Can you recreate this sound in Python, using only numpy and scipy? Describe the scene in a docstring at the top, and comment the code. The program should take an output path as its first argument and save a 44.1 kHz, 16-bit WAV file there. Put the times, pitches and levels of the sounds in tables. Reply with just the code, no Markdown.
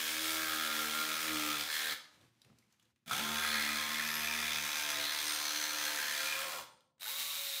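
"""In a workshop a cordless jigsaw makes three short runs, two of them through a clamped plywood board.
Harmonics of the stroke rate make the hum; bursts of grainy noise make the teeth biting the wood.
Stroke jolts and teeth drive resonators, the ringing parts; shaped noise makes gears and fan whirr on.
Between the runs the saw is shifted on the board: decaying rings make ticks and knocks, noise the rustle.
Decaying bands of noise give the room's echo."""
import sys
import numpy as np
from scipy import signal
from scipy.fft import rfft, irfft
from scipy.io import wavfile
from scipy.ndimage import uniform_filter1d

SR = 44100
rng = np.random.default_rng(int(sys.argv[2]) if len(sys.argv) > 2 else 0)


def volts_from_decibels(level):
    """Turn decibel levels (scalar or array-like) into linear amplitude factors."""
    exponent = np.asarray(level, float) / 20
    return 10 ** exponent


def transcribe(u):
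    """Save the signal u as a 16-bit wav file named by the first command-line argument.

    u: samples, shape (n,) or (channels, n), limited to [-1, 1]; the rate is SR.
    q: integer samples, one column per channel.
    """
    v = np.clip(np.atleast_2d(u).T, -1, 1)
    q = np.round(v * 32767).astype(np.int16)
    wavfile.write(sys.argv[1], SR, q)


N = 335160


def rms_one(x):
    """Normalisation: equal mean power, whatever the waveform."""
    return x / np.sqrt(np.mean(x ** 2) + 1e-20)


def in_time(rows):
    """Envelopes: each column is interpolated linearly over the t/s of the first."""
    s, *columns = np.transpose(rows)
    return [np.interp(np.arange(N) / SR, s, c) for c in columns]


def at_hz(points, hz):
    """Spectral interpolation: straight lines over the logarithm of frequency."""
    f, value = np.transpose(points)
    return np.interp(np.log(hz), np.log(f), value)


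def drift(rate):
    """Random modulation: chance values, rate per second, joined by lines; spread about 1."""
    count = int(N * rate // SR) + 2
    values = rms_one(rng.standard_normal(count)) * np.sqrt(3 / 2)   # the lines lose a third of the power
    return np.interp(np.arange(N) * (rate / SR), np.arange(count), values)


def coloured(x, spectrum):
    """Spectral shaping: weights x by level over frequency, then sets its rms to 1."""
    hz = np.maximum(np.fft.rfftfreq(N, 1 / SR), 10)
    return rms_one(irfft(rfft(x) * volts_from_decibels(at_hz(spectrum, hz)), N))


def bandpass(x, low, high):
    """Band limitation: passes what lies between two frequencies."""
    return signal.sosfilt(signal.butter(2, [low, high], "band", fs=SR, output="sos"), x)


def resonance(x, hz, width_hz):
    """Damped resonance: one pole pair, whose bandwidth sets the decay."""
    r = np.exp(-np.pi * width_hz / SR)
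    a = [1, -2 * r * np.cos(2 * np.pi * hz / SR), r * r]
    return signal.lfilter([(1 - r * r) / 2, 0, (r * r - 1) / 2], a, x)


def switched(spans, start_s, stop_s):
    """Gating: 1 inside the spans, with a ramp at either end, but none at a start at 0."""
    t = np.arange(N) / SR
    ramps = [np.minimum((t - a) / start_s + (a == 0), (b - t) / stop_s + 1) for a, b in spans]
    return sum(np.clip(ramp, 0, 1) for ramp in ramps)


def peak(at_s, rise_s, fall_s):
    """Triangular envelope: from 0 up to 1 at the given moment, and down to 0."""
    return np.interp(np.arange(N) / SR, [at_s - abs(rise_s), at_s, at_s + abs(fall_s)], [0, 1, 0])


def swell(at_s, db, rise_s, fall_s):
    """Exponential growth and decay: the gain climbs 40 dB to its peak and falls away again."""
    tent = peak(at_s, rise_s, fall_s)
    return volts_from_decibels(db + 40 * (tent - 1)) * (tent > 0)


# reverberation time of the workshop: f/Hz, time to fall 60 dB/s
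REVERBERATION = [(100, 1), (1000, 0.59), (1900, 0.39), (3800, 0.45), (6000, 0.45), (14000, 0.23)]


def workshop(x):
    """Diffuse reverberation: half-octave bands of noise, each dying at its own rate."""
    t, edges = np.arange(SR) / SR, 60 * 2.0 ** np.arange(0, 8.1, .5)
    tail = 0
    for low, high in zip(edges, edges[1:]):
        band = bandpass(rng.standard_normal(SR), low, high)
        t60 = at_hz(REVERBERATION, np.sqrt(low * high))
        decay = volts_from_decibels(-60 * t / t60) * np.minimum(t / 0.007, 1)
        tail = tail + band * decay / np.sqrt(np.sum(decay ** 2))
    return signal.fftconvolve(x, tail)[:N]


# level of the rustle in the pauses, before its flutter: t/s, level/dB
RUSTLE_LEVEL = [(2.16, -69), (2.225, -69.5), (2.28, -78), (2.394, -74.5), (2.416, -74.5), (2.71, -78.5),
                (2.735, -75), (2.78, -83), (2.83, -76), (2.9, -84.5), (3.05, -90.5), (6.78, -85),
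                (6.97, -98)]
# spectrum of the rustle: f/Hz, level per Hz/dB
RUSTLE_SPECTRUM = [(290, -17.5), (863, -1), (2360, -1.5), (5830, -7), (13200, -15.5), (15500, -22.5)]
# the saw is dragged over the wood: t/s, rumble level/dB, rub level/dB, fall of the rumble/s
DRAGS_ON_WOOD = [(2.222, -71, -76, 0.28), (2.5, -75, -77, 0.61)]
DRAG_RISE_S, RUB_FALL_S, RUMBLE_FLOOR_DB = 0.23, 0.26, -85


def shuffle():
    """Friction noise: lumpy rumble, dull rubbing and grainy rustle of hands, feet and shoe on wood."""
    rumble_gain = volts_from_decibels(RUMBLE_FLOOR_DB)
    rumble_gain = rumble_gain + sum(swell(s, db, DRAG_RISE_S, fall) for s, db, _, fall in DRAGS_ON_WOOD)
    rub_gain = sum(swell(s, db, DRAG_RISE_S, RUB_FALL_S) for s, _, db, _ in DRAGS_ON_WOOD)
    rumble = bandpass(rng.standard_normal(N), 80, 260)
    rub = bandpass(rng.standard_normal(N), 300, 720)
    grains = rng.standard_normal(N) * volts_from_decibels(2.1 * rng.exponential(1, N))
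    rustle = coloured(grains, RUSTLE_SPECTRUM)
    dull = rumble_gain * rms_one(rumble) + rub_gain * rms_one(rub)
    rustle_gain = volts_from_decibels(in_time(RUSTLE_LEVEL)[0] + 2.3 * drift(30.27))
    return volts_from_decibels(2.7 * drift(32)) * dull + rustle_gain * rustle


# ticks and knocks of the handled saw: t/s, tick level/dB, low knock level/dB, main ring f/Hz, ring width/Hz
HANDLING_TAPS = [(2.212, -54, -64, 3401, 700), (2.417, -50, -82, 3900, 300),
                 (2.418, -49.5, -97.5, 5000, 350), (2.447, -53, -71.5, 2330, 1200),
                 (2.5, -61, -69.5, 1330, 300), (2.529, -59, -67.5, 520, 150), (2.586, -54, -82, 4500, 3000),
                 (2.625, -62, -75, 2190, 300), (2.725, -57, -79, 6300, 1300), (2.797, -57, -83, 3300, 700),
                 (2.826, -61.5, -76, 6600, 700), (2.854, -61, -71, 3480, 1500), (2.96, -65, -88, 2100, 600),
                 (3.111, -19.5, -47, 1320, 100), (6.59, -31, -65, 848, 250), (6.806, -57, -84, 3273, 700),
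                 (6.981, -63.5, -86, 1500, 500), (7.054, -36, -75, 1520, 50), (7.079, -29, -78, 3748, 250)]
# modes of the knocked board: f/Hz, level against the knock/dB, time to fall 60 dB/s
BOARD_MODES = [(119, -4.5, 0.51), (224, -1, 0.12), (336, -4, 0.14), (506, -8, 0.14)]
CRACK_FALL_S, KNOCK_RISE_S = 0.0037, 0.0033


def taps():
    """Impact excitation: a short dry crack, a ring at its own pitch, and a soft push into the board."""
    out, t = np.zeros(N), np.arange(SR // 4) / SR
    noises = rng.standard_normal((len(HANDLING_TAPS), len(t)))
    for (s, tick_db, knock_db, ring_hz, width_hz), noise in zip(HANDLING_TAPS, noises):
        crack = noise * np.exp(-t / CRACK_FALL_S)
        ring = resonance(crack, ring_hz, width_hz)
        tick = 0.2 * resonance(crack, 1.8 * ring_hz, 2.1 * ring_hz) + 0.65 * ring / np.abs(ring).max()
        knock = 0
        for k, (hz, db, t60) in enumerate(BOARD_MODES):
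            knock = knock + volts_from_decibels(db - 60 * t / t60) * np.sin(2 * np.pi * hz * t + noise[k])
        knock = knock * (1 - np.exp(-t / KNOCK_RISE_S))
        at = round(s * SR)
        out[at:at + len(t)] += (volts_from_decibels(tick_db) * tick + volts_from_decibels(knock_db) * knock)[:N - at]
    return out


# soft starts: t of the trigger/s, time until the drive takes hold/s
SOFT_STARTS = [(3.062, 0.057), (6.989, 0.027)]
# stops: t at rest/s, braking time/s
BRAKED_STOPS = [(1.94, 0.0068), (6.64, 0.049)]
CREEP_FROM_DB, CREEP_TO_DB, BRAKE_DB = -15, -4.5, -11.5


def trigger():
    """Motor transients: dB lost in a start's creep, which ends in a jump, and in braking."""
    t = np.arange(N) / SR
    creep = sum(np.interp(t, [s, s + hold], [CREEP_FROM_DB, CREEP_TO_DB], 0, 0) for s, hold in SOFT_STARTS)
    return creep + BRAKE_DB * sum(peak(s, braking, .3) for s, braking in BRAKED_STOPS)


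# the runs, while the trigger is held: from t/s, to t/s
TRIGGER_HELD = [(0, 1.94), (3.06, 6.64), (6.991, 7.6)]
# first harmonic of the hum, against the hum level: t/s, level/dB
FIRST_HARMONIC = [(0, -14.5), (1.63, -17), (1.68, -22), (1.92, -10), (3.2, -13.5), (4.9, -11.5),
                  (6.2, -23.5), (6.4, -9.5), (7.15, -18), (7.6, -18)]
HIGHER_DB = [-56.5, -52, -65]   # base level of the higher harmonics in each run
HIGHER_FOLLOWS, HUM_REF_DB, RATTLE_LIFT_DB = 0.32, -54, 5   # share of the hum's swing about the reference


def hum_levels(hum_db, lead_db, rattle):
    """Power sum: third and fourth harmonics share the hum level; also dB of the first and the higher."""
    run = np.searchsorted([a for a, b in TRIGGER_HELD], np.arange(N) / SR, "right") - 1
    higher_db = np.take(HIGHER_DB, run) + HIGHER_FOLLOWS * (hum_db - HUM_REF_DB)
    higher_db = higher_db + RATTLE_LIFT_DB * rattle + trigger()
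    third_db = hum_db - 10 * np.log10(1 + volts_from_decibels(-2 * lead_db))
    return hum_db + in_time(FIRST_HARMONIC)[0], third_db, third_db - lead_db, higher_db


# harmonics 5 to 14 of the hum, against the higher-harmonic level: level/dB each;
# one row for the first cut, one for all that follows
UPPER_HARMONICS = [
    [-9.5, -7, -5, -8.5, -13, -8, -15, -10.5, -17.5, -6],
    [-20.5, -19.5, -13.5, -20.5, -10.5, -15.5, -24, -7.5, -10.5, -9],
]
# the fifth harmonic swells as the blade first bites: t/s, lift/dB, rise/s, fall/s
FIFTH_LIFT = (3.27, 14, 0.14, 0.46)
# motor shaft, before its waver: t/s, tone level/dB, octave level/dB
SHAFT_TONES = [(1.9, -74.5, -68.5), (3.1, -83, -78.5), (3.3, -75, -57), (4.7, -69.5, -58), (5.3, -64, -63),
               (6.2, -59, -62), (6.44, -52.5, -55), (6.52, -55, -81), (7.05, -85, -80), (7.075, -75, -51),
               (7.12, -61.5, -60), (7.36, -69, -59), (7.42, -60, -78), (7.6, -66, -81)]
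# thin high whine, before its waver: t/s, level/dB
WHINE_LEVEL = [(1.9, -83), (3.1, -73), (4.8, -57), (6.4, -66), (7.1, -64.5)]
SHAFT_TURNS, WHINE_ORDER = 7.11, 27   # motor turns per stroke; whine cycles per motor turn


def hum(turns, rattle, first_db, third_db, fourth_db, higher_db):
    """Harmonic series: the board hums at multiples of the stroke rate, each wavering; shaft tones join."""
    second_cut = np.arange(N) > 2.5 * SR
    higher = [higher_db + np.where(second_cut, b, a) + 2.0 * drift(5) for a, b in zip(*UPPER_HARMONICS)]
    s, lift_db, rise, fall = FIFTH_LIFT
    higher[0] = higher[0] + lift_db * peak(s, rise, fall)
    out = 0
    for k, db in enumerate([first_db, first_db + 0.5, third_db, fourth_db] + higher, 1):
        waver = 0.42 * drift(9) + 2.0 * rattle * drift(40)
        tone = np.sin(2 * np.pi * (k * turns + rng.random()) + waver)
        out = out + volts_from_decibels(db + 2.07 * drift(16)) * tone
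    shaft_phase = 2 * np.pi * SHAFT_TURNS * turns
    whine = np.sin(WHINE_ORDER * shaft_phase + 1.2 * drift(250))
    out = out + volts_from_decibels(in_time(WHINE_LEVEL)[0] + 2.5 * drift(15)) * whine
    tone_db, octave_db = in_time(SHAFT_TONES)
    shaft = shaft_phase + 3.9 * rattle * drift(40)
    out = out + volts_from_decibels(tone_db + 1.2 * drift(12)) * np.sin(shaft)
    out = out + volts_from_decibels(octave_db + 1.7 * drift(14)) * np.sin(2 * shaft)
    return np.sqrt(2) * out   # sines of rms 1


BITE_AT = 0.22   # share of the stroke at which the bite peaks


def strokes(turns, load):
    """Periodic excitation: a jolt per turn, and bursts of teeth, strong on the cut, faint on the return."""
    count, phase = turns.astype(int), turns % 1
    strength = volts_from_decibels(1.2 * rng.standard_normal(count[-1] + 1))[count]
    bite = (phase / BITE_AT * np.exp(1 - phase / BITE_AT)) ** 4.05
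    burst = bite + 0.3 * np.exp(-((phase - .56) / 0.11) ** 2)
    gate = 1 - load + load * strength * rms_one(burst)
    gate = gate / np.sqrt(uniform_filter1d(gate ** 2, size=4000))   # steady power from stroke to stroke
    jolts = np.diff((turns - .12).astype(int), prepend=0) * strength   # just after the teeth meet the wood
    chips = rms_one(volts_from_decibels(2.03 * rng.exponential(1, N)))

    def teeth():
        """Stochastic excitation: each call draws fresh grainy noise under the same bursts."""
        return gate * chips * rng.standard_normal(N)
    return rms_one(jolts), teeth, gate


# spectrum of the teeth in the wood: f/Hz, level per Hz/dB
TEETH_SPECTRUM = [(200, -39), (500, -10), (900, -1.5), (1500, -0.5), (2900, 1.5), (5000, -5), (9000, -6.5),
                  (13500, -8), (15700, -11.5)]
# spectrum of gears and fan: f/Hz, level per Hz/dB
FAN_SPECTRUM = [(200, -20), (700, -28.5), (2300, -1.5), (4300, -1), (9000, -4), (12700, -7), (15700, -2)]
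FAN_PULSE = 0.44   # how far gears and fan throb with the strokes


def whirr(whirr_db, higher_db, load, teeth, gate):
    """Broadband noise: load trades gears and fan for teeth in the wood; a low rumble lies beneath."""
    cutting = load * coloured(teeth(), TEETH_SPECTRUM)
    fan = coloured(gate ** FAN_PULSE * rng.standard_normal(N), FAN_SPECTRUM)
    rumble = bandpass(teeth(), 210, 950)
    noise = cutting + np.sqrt(1 - load) * fan
    return volts_from_decibels(whirr_db + 5 + 0.92 * drift(20)) * noise + volts_from_decibels(higher_db - 12) * rms_one(rumble)


# spells of chatter on the board: t/s, half length/s, level/dB for a part with a share of 1
CHATTER_SPELLS = [(1.85, 0.29, 5), (3.538, 0.19, 6.5)]
# modes of each part (f/Hz, width/Hz, level within the part/dB), and the share 0-1 of its drive's power
# that repeats at each stroke when strokes are wholly even; the first mode always rings, the others under load.
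# In order: board under the shoe, shoe, shoe edge, blade guide, plunger, blade, blade clamp, heel of the
# shoe, gear housing, motor housing, blade's first, second and third high ring, fan vents
PART_MODES = [([(1392, 27, 4.5), (1243, 49, 5)], 1), ([(1739, 132, 3), (1980, 34, 10.5), (2136, 69, 6.5)],
              0.28), ([(2411, 54, 10), (2626, 41, 8)], 0.99), ([(3190, 600, -2), (3490, 190, 9)], .75),
              ([(4127, 190, 5.5), (4520, 250, 1.5)], 0.4), ([(6510, 630, 5.5), (6060, 800, 14)], 0.068),
              ([(4960, 640, 0)], 0.2), ([(1614, 130, 0)], 0.87), ([(3796, 210, 0)], 0.5), ([(2225, 150, 0)],
              0.3), ([(10960, 430, 0)], 0.1), ([(11600, 800, 0)], 0.1), ([(13500, 900, 0)], 0.1),
              ([(14900, 1600, 0)], 0.1)]
# for each part: share of the chatter, level in the air over the reference/dB,
# and on the board (t/s, level over the reference/dB)
PART_LEVELS = [(.3, -21, [(0.15, -8), (.35, -2), (.72, -0.5), (1.55, 0), (1.68, -12.5), (3.105, -1),
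               (3.12, 9.5), (3.15, -4), (3.6, -5), (5.1, -10.5), (6.0, -7), (6.6, -3.5)]),
               (1.18, -27, [(0, -11), (1.6, -6), (3.3, -10), (3.8, 3), (5.4, -8.5), (6.1, -0.5),
               (6.4, -6.5), (6.6, -10)]), (.05, -28, [(0.1, -11), (.35, -17), (1.2, -10.5), (1.45, -4),
               (1.7, -16), (3.3, -10), (3.9, -4), (4.25, 3.5), (4.6, -1.5), (4.75, -3), (5.5, -15.5),
               (6.33, -2), (6.6, -12)]), (0.41, -24, [(0.6, -3), (1.6, -3.5), (3.15, 0), (3.33, -3),
               (3.5, -3.5), (4.5, -1), (4.75, -5.5), (6.4, -4.5)]), (0.53, -17, [(0, -13.5), (1.9, -6.5),
               (3.36, -11.5), (3.45, -1), (4.3, -12), (4.9, -23), (5.05, 1.5), (5.2, -9), (5.4, 1),
               (5.75, -3), (6.3, -6.5), (6.6, -16)]), (.2, -27, [(0, -15.5), (5.1, -6.5), (5.6, -2),
               (6.1, -5.5), (6.4, -11.5)]), (0, -29, [(0, -9), (1.9, -8.5), (3.3, -10), (4.5, -2),
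               (5.0, -4.5), (6.4, -8.5)]), (0.86, -41, [(.1, -3.5), (.22, -9), (.42, -2.5), (.75, -2.5),
               (1.6, -9), (3.3, -5.5), (5.4, -7), (6.0, -2.5), (6.5, -9)]), (0.26, -1, [(1.65, -7),
               (1.88, -2.5), (3.3, -7), (4.5, -6), (5.05, -1), (5.4, -2), (5.7, -9), (6.5, -9)]),
               (0, -12.5, [(4.4, -6.5), (6.6, -18)]), (0.25, -13, [(3.25, -24), (3.42, -4), (3.7, -20)]),
               (0, -10, [(3.7, -21), (4.2, -3), (4.4, -26), (5.25, -13), (5.6, -20)]),
               (0.042, -8, [(1.9, -11), (3.1, -24)]), (0, -8.5, [(0, -29.5)])]
LIFTED_S = 6.8   # from here on the saw is in the air


def ringing(whirr_db, load, repeating, jolts, teeth):
    """Modal resonance: jolts and tooth noise set each part ringing at its own frequencies."""
    lifted = np.arange(N) > LIFTED_S * SR
    chatter_db = sum(db * np.sin(np.pi / 2 * peak(s, half, half)) for s, half, db in CHATTER_SPELLS)
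    out = 0
    for (modes, repeats), (chatters, air_db, on_board) in zip(PART_MODES, PART_LEVELS):
        board_db = in_time(on_board)[0] + chatters * chatter_db
        db = whirr_db + np.where(lifted, air_db, board_db)
        share = np.clip(repeats * repeating, 0, 1)
        drive = np.sqrt(share) * jolts + np.sqrt(1 - share) * teeth()
        part = 0
        for k, (hz, width, mode_db) in enumerate(modes):
            mode = resonance(drive * load ** (k > 0), hz, width)
            part = part + (-1) ** k * volts_from_decibels(mode_db + 1.1 * drift(5)) * mode
        centre_hz = np.mean(modes, axis=0)[0]
        out = out + volts_from_decibels(db + 1.0 * drift(20)) * rms_one(resonance(part, centre_hz, 1400))
    return out


# the blade sings: t of the peak/s, level/dB, rise/s, fall/s
BLADE_SONGS = [(5.33, -47, 0.58, 0.15), (6.75, -75, 0.25, 0.16)]


def squeak(teeth):
    """Sharp resonance: tooth noise through two equal narrow resonators makes the blade sing."""
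    hz, width_hz = 8750, 150
    song = rms_one(resonance(resonance(teeth(), hz, width_hz), hz, width_hz))
    return sum(swell(*row) for row in BLADE_SONGS) * song


# the drive: t/s, stroke rate f/Hz, board hum level/dB, lead of its third harmonic over the fourth/dB
STROKE_DRIVE = [(0.0, 78, -62.5, 7), (0.29, 80, -54.5, -15.5), (0.87, 76, -53, 2), (1.19, 79.7, -55, -5),
                (1.32, 77.5, -47.5, -9), (1.626, 73.7, -53, -5), (1.69, 78.4, -73, -2),
                (1.922, 75.5, -60, -7.5), (3.06, 58, -57, -2), (3.12, 56.2, -61, 10),
                (3.23, 74.5, -46.5, 12), (3.45, 76, -50, 14.5), (3.65, 73.5, -53, 6.5),
                (3.81, 75, -56.5, 2), (4.11, 76.4, -56, 17), (4.52, 77, -55, 2), (4.67, 75, -58, 10),
                (4.76, 76, -63.5, -15), (4.99, 73, -57, -16), (5.08, 73.8, -65, -7),
                (5.25, 75.2, -61.5, -23), (5.77, 75.5, -62, -14), (6.05, 73, -57.5, -13.5),
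                (6.27, 75, -61, -16), (6.6, 78, -69, 2), (6.995, 42, -93, -4), (7.06, 51, -91, 6),
                (7.115, 76.5, -77, 20), (7.19, 81.3, -76, 15), (7.6, 77, -83, 7)]
# how the blade meets the wood: t/s, load 0-1, evenness 0-1;
# a loaded stroke comes as a burst, even strokes ring alike
BLADE_LOAD = [(0, 0.38, 0.7), (.3, 0.41, 0.93), (1.62, 0.56, 0.89), (1.75, 0.47, 0.3), (3.42, 0.55, 0.1),
              (4.15, 0.6, 0.8), (4.8, 0.66, 0.2), (5.4, 0.61, 0.1), (6.3, 0.49, 0.1), (7.0, 0.66, 0.2),
              (7.15, 0.32, 0.4)]
# reference level for whirr and ringing; the whirr plays 5 dB above: t/s, level/dB
WHIRR_REFERENCE = [(0, -42), (.36, -43.5), (1.614, -44), (1.648, -49.5), (1.728, -44.5), (1.928, -44.5),
                   (3.11, -45), (3.53, -44), (3.89, -46), (5.0, -45), (6.36, -44.5), (6.59, -51),
                   (7.018, -50.5), (7.102, -44.5), (7.6, -47)]
# the saw rattles, blurring its hum and making the strokes uneven: t/s, strength 0-1, settling time/s
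RATTLE_SPELLS = [(3.1, 0.9, 0.19), (6.5, 1, 0.34), (7.08, 0.7, 0.11)]
RATTLE_RISE_S, RATTLE_ALWAYS = 0.081, 0.07


def saw():
    """Source and resonator: one stroke cycle drives hum, whirr and ringing while the trigger is held."""
    per_s, board_db, lead_db = in_time(STROKE_DRIVE)
    whirr_db = in_time(WHIRR_REFERENCE)[0] + trigger()
    spells = sum(x * peak(s, RATTLE_RISE_S, settle) for s, x, settle in RATTLE_SPELLS)
    rattle = np.clip(RATTLE_ALWAYS + spells, 0, 1)
    load, even = np.clip(in_time(BLADE_LOAD), 0, 1)
    hum_db = hum_levels(board_db, lead_db, rattle)
    turns = np.cumsum(per_s) / SR
    lifted = np.arange(N) > LIFTED_S * SR
    knock_turns = np.cumsum(per_s * (1 + lifted)) / SR   # in the air both reversals knock alike
    jolts, teeth, gate = strokes(knock_turns, load)
    bright = whirr(whirr_db, hum_db[-1], load, teeth, gate)
    bright = bright + ringing(whirr_db, load, even * (1 - rattle), jolts, teeth)
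    held = switched(TRIGGER_HELD, start_s=0.017, stop_s=0.0082)
    low = held * hum(turns, rattle, *hum_db)
    return low, held * bright + squeak(teeth)   # the blade may sing on after the stop


ROOM_DB, CYCLES_PER_S = -5.5, 0.7   # echo gain; rate of the steady cycle between two noise tails


def scene():
    """Direct and diffuse field: near sounds plus an echo cycling between two tails for an even colour."""
    low, bright = saw()
    knocks = taps()
    sent = bright + 0.72 * low + 0.99 * knocks
    cycle = 2 * np.pi * CYCLES_PER_S * np.arange(N) / SR
    room = workshop(sent * np.cos(cycle)) + workshop(sent * np.sin(cycle))
    return (low + knocks + bright + volts_from_decibels(ROOM_DB) * room + shuffle())[None]


def low_pass(x):
    """Removes everything above the highest recorded frequency."""
    return signal.sosfilt(signal.butter(12, 16880, fs=SR, output="sos"), x)


def record(dry):
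    """Transducer limits: the microphone drops the deepest bass and rounds the peaks; the top is cut."""
    x = signal.sosfilt(signal.butter(3, 55, "high", fs=SR, output="sos"), dry)
    x = .14 * np.tanh(x / .14)
    x = signal.sosfilt(signal.cheby2(20, 60, 16000, fs=SR, output="sos"), x)
    return low_pass(x)


dry = scene()
out = record(dry)
transcribe(out)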